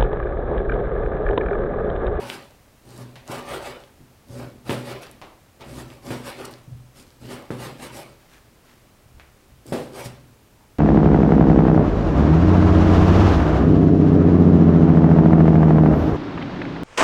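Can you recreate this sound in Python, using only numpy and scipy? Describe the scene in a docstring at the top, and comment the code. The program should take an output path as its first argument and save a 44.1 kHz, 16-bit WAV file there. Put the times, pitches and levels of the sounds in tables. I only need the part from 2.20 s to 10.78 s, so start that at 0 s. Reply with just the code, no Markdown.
"""A cleaver saws through raw pork on a wooden table top in a bare, echoing kitchen.
From the start, strokes press (low rumble), rasp on wood and hiss: noise that follows the blade's speed.
Among them come wet clicks, squeaks, soft bumps, light taps of the blade, and four knocks as it breaks through.
Between the last two knocks fingers slide the meat about; after the last strokes comes a faint hollow rub.
Knocks, taps and clicks are short pulses given a room echo; a quiet room hiss lies under it all."""
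import sys
import numpy as np
from scipy import signal
from scipy.fft import rfft, irfft, next_fast_len
from scipy.io import wavfile
from scipy.ndimage import map_coordinates

SR = 44100
rng = np.random.default_rng(int(sys.argv[2]) if len(sys.argv) > 2 else 0)


def to_wav(s):
    """Save 16-bit WAV."""
    ch = np.atleast_2d(s).T  # columns
    pcm = np.round(np.clip(ch, -1, 1) * 32767)  # PCM
    wavfile.write(sys.argv[1], SR, pcm.astype(np.int16))


N = 378593  # length in samples

# One row per push or pull of the blade; each layer's level is trimmed further when mixed:
# [start_s, length_s, press_db, rasp_db, bite_db (extra treble of the rasp), hiss_db]
STROKES = [(-0.075, .17, -44.5, -36.5, -3, -51.5), (0.042, 0.14, -48, -42.5, 4, -46),
           (0.629, 0.19, -47, -53, -2, -55), (0.76, .1, -46, -48.5, -1, -53.5),
           (1.054, 0.16, -45.5, -36, 0, -46), (1.244, .158, -45.5, -35.5, 1, -45),
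           (1.392, 0.15, -50, -37.5, -1, -48.5), (2.059, 0.17, -42.5, -51.5, -5, -55),
           (2.134, 0.14, -43, -44.5, -2, -55), (2.445, 0.12, -40, -38.5, 0, -47),
           (2.627, .13, -43.5, -37, 1, -47.5), (2.806, 0.042, -44, -42.5, 1.5, -48),
           (3.394, 0.04, -50, -44, 1, -64), (3.43, .16, -43.5, -51, 1, -52.5),
           (3.531, 0.11, -41, -44.5, 1, -49), (3.675, .09, -64, -52, 1, -58),
           (3.812, 0.16, -41, -43.5, 0, -48.5), (4.027, 0.099, -44, -39.5, 5, -45),
           (4.153, 0.13, -46, -38.5, -3.5, -51), (4.298, .04, -65, -61, 0, -54),
           (4.735, 0.11, -53.5, -62.5, 9.5, -53), (4.992, 0.13, -44.5, -53, 7, -54.5),
           (5.076, 0.096, -42.5, -38.5, -0.5, -47.5), (5.368, .13, -40.5, -39, 1.5, -44.5),
           (5.578, 0.12, -44, -44.5, 5.5, -46.5), (5.708, 0.13, -46.5, -43.5, 1, -46),
           (7.447, 0.11, -45, -52.5, 2, -51), (7.722, 0.13, -48, -39.5, 0, -45),
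           (7.84, 0.037, -43.5, -45.5, 4, -47.5)]
# Ring of the table and the room around it: [pitch_hz, level_db, t60_s (time to fade by 60 dB)]
TABLE_RING = [(63.5, -0.5, 0.98), (123.4, 8.5, 0.77), (144.8, 0.5, 0.97), (208.7, -1, 0.99),
              (246.3, 4.5, 0.66), (305.6, -8.5, 0.77), (340, -1.5, 0.2), (386.3, 1, 0.48), (500, 1.5, 0.72),
              (564.8, 4, 0.48), (799, 0.5, 0.74), (1060, -15, 0.31)]
# Ring of the steel blade: [pitch_hz, level_db, t60_s]
STEEL_RING = [(2250, -1, 0.16), (2670, -13, 0.17), (2960, 1, 0.37), (4770, 3, .2), (5615, 1.5, 0.33)]
# Resonances under the scraping edge: [pitch_hz, width_hz, level_db]
EDGE_RESONANCES = [(382, 69, -1.5), (556, 45, -1), (1196, 19, -6), (1750, 26, -21), (2510, 60, -12),
                   (2630, 86, -21), (3880, 86, -67)]
# Tone colours of the pressing rumble, the rasp on wood, the hiss of the edge and a parting fibre:
# [frequency_hz, relative_level_db (per Hz)]
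RUMBLE_COLOUR = [(35, -35), (62, 0), (90, -12), (125, 0.5), (190, -3.5), (260, 1), (400, -8), (600, -10.5),
                 (1200, -39)]
RASP_COLOUR = [(200, -26), (380, -3.5), (600, -3), (900, -1), (1300, -5.5), (1700, -8), (3000, -12),
               (4500, -16.5), (7000, -35)]
HISS_COLOUR = [(2000, -8), (3800, -3), (5300, 1.5), (6400, -3), (8500, 1), (12000, -5), (15500, -14.5)]
SNAP_COLOUR = [(2000, -17), (4000, 1.5), (9000, -6), (12000, -5), (15500, -17)]
# How each layer follows a stroke: (power of the blade's speed, echo_db, echo_t60_s)
PRESS_LAW, RASP_LAW, HISS_LAW = (0.74, 3.1, 0.68), (0.99, 3.06, 0.5), (0.88, -6, 0.54)
BITE_HZ = 1400  # a biting edge lifts the rasp above this
# A fast edge sizzles: the top of the hiss is lifted above this level and dulled below it
SIZZLE_HZ, SIZZLE_AT_DB = 10500, -49


def slicing():
    """Pressing shakes the table; the sliding edge rasps on wood, hisses in meat and makes the steel ring."""
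    starts, lengths, press_db, rasp_db, bite_db, hiss_db = np.transpose(STROKES)
    press = stroke_gain(starts, lengths, press_db, PRESS_LAW)
    rasp = stroke_gain(starts, lengths, rasp_db, RASP_LAW)
    bite = stroke_gain(starts, lengths, rasp_db + bite_db, RASP_LAW)
    hiss = stroke_gain(starts, lengths, hiss_db, HISS_LAW)

    shaken_table = filtered(grains(N, spread_db=3.5), lambda hz: 1 + amp(7.0) * ring(TABLE_RING, hz))
    rumble = coloured(shaken_table, RUMBLE_COLOUR)

    def body(hz):
        """The direct scrape plus what it sets ringing in blade and table."""
        return 1 + amp(2.5) * resonances(EDGE_RESONANCES, hz) + amp(6.5) * ring(TABLE_RING, hz)

    judder = wobble(70)  # stick and slip, shared by rasp and hiss
    scrape = coloured(filtered(grains(N, spread_db=1.5), body), RASP_COLOUR)
    scrape = roaming(scrape, depth_db=2.5) * amp(0.69 * judder)
    edge = coloured(grains(N, spread_db=1.5), HISS_COLOUR)
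    edge = roaming(edge, depth_db=3.5) * amp(0.92 * judder)

    dull = filtered(scrape, lambda hz: 1 / (1 + (hz / BITE_HZ) ** 4))
    bright = scrape - dull
    rasping = amp(-0.83) * (rasp * dull + bite * bright)

    top = filtered(edge, lambda hz: 1 - 1 / (1 + (hz / SIZZLE_HZ) ** 6))
    sizzle = np.sqrt(hiss / amp(SIZZLE_AT_DB))
    hissing = amp(-1.1) * hiss * (edge + (sizzle - 1) * top)

    friction = rasping + hissing
    steel = filtered(friction, lambda hz: amp(3.0) * ring(STEEL_RING, hz))

    # single fibres part at random, about 90 a second, also while the edge barely moves
    snap_sizes = amp(4 * np.clip(rng.standard_normal(N), -2, 2))
    snaps = (rng.random(N) < 90 / SR) * snap_sizes
    crackle = amp(-36) * np.sqrt(hiss) * coloured(snaps, SNAP_COLOUR)
    return amp(0.2) * press * rumble + friction + steel + crackle


STROKE_LEAN = 1.12  # above 1 a stroke gathers speed slowly and stops quickly


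def stroke_gain(starts, lengths, levels_db, law):
    """Speed follows a leaning half sine; the sound follows that speed and lingers in the room."""
    power, echo_db, t60 = law
    t = np.arange(N) / SR
    energy = np.zeros(N)
    for s, length, db in zip(starts, lengths, levels_db):
        moving = (t > s) & (t < s + length)
        speed = np.abs(np.sin(np.pi * ((t[moving] - s) / length) ** STROKE_LEAN))
        energy[moving] += (amp(db) * speed ** power) ** 2
    keep = amp(-60 / (t60 * SR)) ** 2  # share of echo energy left after one sample
    echo = signal.lfilter([1 - keep], [1, -keep], energy)
    return np.sqrt(energy + amp(echo_db) ** 2 * echo)


def roaming(x, depth_db):
    """The contact moves along the blade, so narrow bands swell and fade."""
    z = signal.stft(x, nperseg=1024)[2]
    patch = np.outer(np.hanning(9), np.hanning(9))
    field = signal.fftconvolve(rng.standard_normal(z.shape), patch, "same")
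    moved = signal.istft(z * amp(depth_db * unit(field)), nperseg=1024)[1]
    return unit(moved[:len(x)])


# The blade breaks through onto the wood; the squelch is trimmed further when mixed:
# [time_s, thud_db, contact_ms, boom_db (of the table's middle), crack_db, crack_cutoff_hz, squelch_db]
KNOCKS = [(2.496, -21, 0.53, 5, -11.5, 4330, -37.5), (3.9066, -28, 0.58, 4.5, -21, 2600, -40.5),
          (5.3060, -25, 0.61, 1.5, -20.5, 1830, -46.5), (7.5235, -17, 0.45, -4.5, -31, 2400, -38)]
# Tone colour of steel cracking on wood: [frequency_hz, relative_level_db (per Hz)]
CRACK_COLOUR = [(200, -39), (600, 5.5), (1300, 7), (3000, 4), (5000, -8), (15000, -5)]
LEAD_S = 0.01  # room left before the middle of a thud or crack


def knocks():
    """The blade breaks through: a crack of steel on wood, a thud of the table top and a squelch."""
    out = np.zeros(N)
    t = np.arange(SR // 4) / SR
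    pulse = coloured(signal.unit_impulse(len(t), round(LEAD_S * SR)), CRACK_COLOUR)
    for s, thud_db, contact_ms, boom_db, crack_db, crack_hz, squelch_db in KNOCKS:
        add(out, s - LEAD_S, thud(thud_db, contact_ms, boom_db))
        # meat under the edge dulls the crack
        dulled = filtered(pulse, lambda hz: 1 / np.sqrt(1 + (hz / crack_hz) ** 6))
        crack = dulled + amp(-28) * pulse
        touch = s - LEAD_S - contact_ms / 1000
        add(out, touch, in_room(amp(crack_db) * crack / crack.max(), wet_db=-4.5, wall_db=-15))
        squeeze = (1 - np.exp(-t / 0.00065)) * np.exp(-t / 0.078)  # quick rise, slower fade
        wet_hiss = coloured(grains(len(t), spread_db=1.5), HISS_COLOUR)
        wet_rasp = coloured(grains(len(t), spread_db=0.5), RASP_COLOUR)
        add(out, s, amp(squelch_db - 4) * squeeze * (wet_hiss + amp(10) * wet_rasp))
    return out


# The table top's main bending, stronger the nearer its middle is struck
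BOOM_HZ, BOOM_WIDTH_HZ = 122, 22


def thud(db, contact_ms, boom_db=0):
    """One push of the table top, with its ring and its echo; a longer contact sounds deeper."""
    u = (np.arange(SR // 4) / SR - LEAD_S) * 1000 / contact_ms  # time in contact lengths
    push = -amp(db) * u * np.exp((1 - u * u) / 2)
    sound = in_room(push, wet_db=4.0, wall_db=3)
    table = filtered(np.pad(push, (0, SR)), lambda hz: amp(17) * ring(TABLE_RING, hz))
    add(sound, 0, table)
    boom = [(BOOM_HZ, BOOM_WIDTH_HZ, 0)]
    return filtered(sound, lambda hz: 1 + (amp(boom_db) - 1) * resonances(boom, hz))


# Soft bumps on the table, cushioned by the meat: [time_s, thud_db, contact_ms]
BUMPS = [(.806, -40.5, 0.74), (1.099, -36.5, 0.92), (1.806, -49.5, 0.87), (2.104, -41, 1.6),
         (3.635, -46, 1.8), (4.4799, -42.5, 1.3), (4.52, -40.5, 2), (6.861, -52, 2.2), (6.955, -47.5, 3),
         (7.325, -51, 2.7), (7.458, -44, 0.48), (7.862, -40.5, 1.6)]


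def bumps():
    """Hand and blade push the meat against the table: a thud alone."""
    out = np.zeros(N)
    for s, db, contact_ms in BUMPS:
        add(out, s - LEAD_S, thud(db, contact_ms))
    return out


# Light taps of the blade: [time_s, steel_tick_db, short_note_db, pitch_hz (of the note), echo_db]
TAPS = [(0.9571, -26.5, -40, 960, 5), (2.833, -25, -56, 950, 0), (3.016, -24.5, -30.5, 1010, 5),
        (3.409, -29, -38, 950, 7), (6.998, -47, -29, 2160, -1.5)]
# Tone colour of a light tap: [frequency_hz, relative_level_db (per Hz)]
TICK_COLOUR = [(300, -11), (1000, -7), (2000, -2), (3000, -4), (4200, -8), (7000, -18), (15000, -26.5)]


def taps():
    """Light touches of the blade: a steel tick and a short note (hollow on wood, higher on steel) that echo."""
    out = np.zeros(N)
    lead = 1 / 200  # s, room before the tick's middle
    tick = coloured(signal.unit_impulse(SR // 20, round(lead * SR)), TICK_COLOUR)
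    for s, tick_db, note_db, hz, echo_db in TAPS:
        touch = amp(tick_db) * tick / tick.max()
        add(touch, lead, amp(note_db) * ping(hz, cycles=0.38))
        add(out, s - lead, in_room(touch, wet_db=echo_db, wall_db=-6.5))
    return out


# Wet clicks and snapping fibres, each starting 1.21 ms after its listed time: [time_s, peak_db, pitch_hz]
CLICKS = [(0.0993, -12, 2970), (0.777, -28, 9210), (1.077, -25, 7060), (1.6367, -36, 3350),
          (2.507, -15.5, 2980), (2.5284, -22, 9000), (2.8674, -35, 4500), (2.9125, -27, 10000),
          (3.702, -32.5, 3020), (3.867, -29, 5100), (4.2135, -30, 2600), (4.311, -31, 11000),
          (4.3374, -27.5, 4500), (4.904, -38, 4800), (5.403, -33, 10000), (7.4655, -28.5, 9200)]


def clicks():
    """Sticky fat lets go in sharp clicks, each a tiny pocket ringing for a cycle or two."""
    out = np.zeros(N)
    for s, db, hz in CLICKS:
        click = amp(db) * ping(hz, cycles=1.13)
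        add(out, s + 0.00121, in_room(click, wet_db=-8.5, wall_db=-24))
    return out


def ping(hz, cycles):
    """A damped sine of peak near 1 that fades within a few cycles."""
    phase = hz * np.arange(SR // 20) / SR  # in cycles
    return np.sin(2 * np.pi * phase) * np.exp(-(phase - 1 / 4) / cycles)


# The edge sticks and squeaks; length_s is the spread either side of the middle:
# [middle_s, level_db, length_s, slip_rate_hz, roughness (0-1)]
CATCHES = [(1.119, -42.5, .006, 1340, 0.37), (4.254, -37, 0.0033, 1430, 0.06),
           (5.41, -58, 0.0039, 1390, 0.4), (7.857, -42, 0.013, 1410, .16)]


def squeaks():
    """The edge catches: a short train of slips that leaves the steel ringing."""
    out = np.zeros(N)
    t = np.arange(SR // 2) / SR
    lead = 1 / 20  # s, room before the burst's middle
    for s, db, length, hz, rough in CATCHES:
        gaps = np.abs(1 + rough * rng.standard_normal(len(t) // 8))
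        slip_times = np.cumsum(gaps) / hz
        slips = np.histogram(slip_times, len(t), (0, len(t) / SR))[0].astype(float)
        swell = np.exp(-((t - lead) / length) ** 2 / 2)
        burst = amp(db) * coloured(slips, HISS_COLOUR) * swell
        ringing = filtered(burst, lambda f: 1 + amp(5) * ring(STEEL_RING, f))
        add(out, s - lead, in_room(ringing, wet_db=-9, wall_db=-26))
    return out


# Fingers shifting the meat: [start_s, length_s, level_db]
HANDLING = [(5.975, .1, -61.5), (6.07, .13, -55), (6.42, 0.15, -58)]
# A faint hollow rub as the last piece is moved: [start_s, length_s, level_db]
RUBS = [(8.367, 0.09, -60.5)]
# How the sound follows the hand: [power of the hand's speed, echo_db, echo_t60_s]
HANDLING_LAW = (.7, -2, 0.56)
RUB_HZ, RUB_WIDTH_HZ = 866, 68


def handling():
    """Fingers slide the soft pieces about; one rubs with a hollow note."""
    soft_colour = [(500, -3.0), (1600, 1), (4000, -7), (12000, -18.0)]  # (frequency_hz, level_db)
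    slide = coloured(grains(N, spread_db=3.5), soft_colour)
    hollow = [(RUB_HZ, RUB_WIDTH_HZ, 0)]
    rub = unit(filtered(grains(N, spread_db=6), lambda hz: resonances(hollow, hz)))
    sliding = stroke_gain(*np.transpose(HANDLING), HANDLING_LAW) * slide
    rubbing = stroke_gain(*np.transpose(RUBS), HANDLING_LAW) * rub
    return sliding + rubbing


# Tone colour of the quiet room: [frequency_hz, relative_level_db (per Hz)]
FLOOR_COLOUR = [(12, -29), (20, -2.5), (133, -2.5), (167, -9.5), (240, -7), (276, -9), (456, -12.5),
                (539, -12.5), (603, -12.5), (843, -17), (1020, -16.5), (1470, -20), (3040, -23.5),
                (3310, -25), (15800, -31)]
FLOOR_DB = -54


def room_tone():
    """Steady hiss and low rumble of the quiet kitchen."""
    return amp(FLOOR_DB) * coloured(rng.standard_normal(N), FLOOR_COLOUR)


# How long the kitchen echoes: [frequency_hz, t60_s]
KITCHEN_ECHO = [(100, 0.32), (300, 0.55), (800, 0.54), (2000, 0.48), (5000, 0.33), (14000, 0.079)]
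WALL_S = 0.0067  # delay of the echo from the nearest wall


def in_room(x, wet_db, wall_db):
    """A short sound, its echo from the nearest wall and a fresh diffuse tail."""
    hz, t, z = signal.stft(rng.standard_normal(SR), SR, nperseg=256)
    fade = amp(-60 * t / along(KITCHEN_ECHO, hz)[:, None])
    tail = signal.istft(z * fade, SR, nperseg=256)[1]
    tail *= 1 - np.exp(-(np.arange(len(tail)) / SR / 0.00022) ** 2)  # soft onset
    paths = amp(wet_db) * tail / np.linalg.norm(tail)
    paths[0] += 1  # the direct sound
    paths[round(WALL_S * SR)] += amp(wall_db)
    return signal.fftconvolve(x, paths)


def ring(modes, hz):
    """Response of (Hz, dB, t60) modes; a mode's width follows from its decay time."""
    return resonances([(f, np.log(1000) / np.pi / t60, db) for f, db, t60 in modes], hz)


def resonances(modes, hz):
    """Summed response of (Hz, width, dB) resonators."""
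    return sum(amp(db) * 1j * hz * w / (c * c - hz * hz + 1j * hz * w) for c, w, db in modes)


def grains(count, spread_db):
    """Dense tiny slips of widely varying size."""
    sizes_db = spread_db * np.repeat(rng.standard_normal(count // 32 + 1), 32)[:count]
    return unit(rng.standard_normal(count) * amp(sizes_db))


def wobble(rate):
    """A smooth random curve with rate knots a second."""
    knots = rng.standard_normal(int(N * rate / SR) + 4)
    return map_coordinates(knots, [np.arange(N) * rate / SR])


def coloured(x, spectrum):
    """x shaped by a spectrum, at rms 1."""
    return unit(filtered(x, lambda hz: amp(along(spectrum, hz))))


def filtered(x, response):
    """x times a complex response of frequency."""
    size = next_fast_len(len(x) + SR // 2)
    return irfft(rfft(x, size) * response(np.fft.rfftfreq(size, 1 / SR)), size)[:len(x)]


def along(points, hz):
    """Read (Hz, value) points on a log axis."""
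    f, v = np.transpose(points)
    return np.interp(np.log(hz + 1), np.log(f + 1), v)


def amp(db):
    """Decibels to gain."""
    return 10 ** (np.asarray(db) / 20)


def unit(x):
    """Scale to rms 1."""
    return x / np.sqrt(np.mean(x ** 2) + 1e-20)


def add(track, s, sound):
    """Mix a sound into the track at time s."""
    start = max(round(s * SR), 0)
    part = track[start:start + len(sound)]
    part += sound[:len(part)]


def scene():
    """All sources at one microphone."""
    blade = slicing() + knocks() + bumps() + taps()
    details = clicks() + squeaks() + handling()
    return (blade + details + room_tone())[None]


TOP_HZ = 15850  # band limit of the recorder


def record(dry):
    """The recorder keeps nothing above its band limit."""
    return np.array([filtered(channel, lambda hz: hz < TOP_HZ) for channel in dry])


dry = scene()
out = record(dry)
to_wav(out)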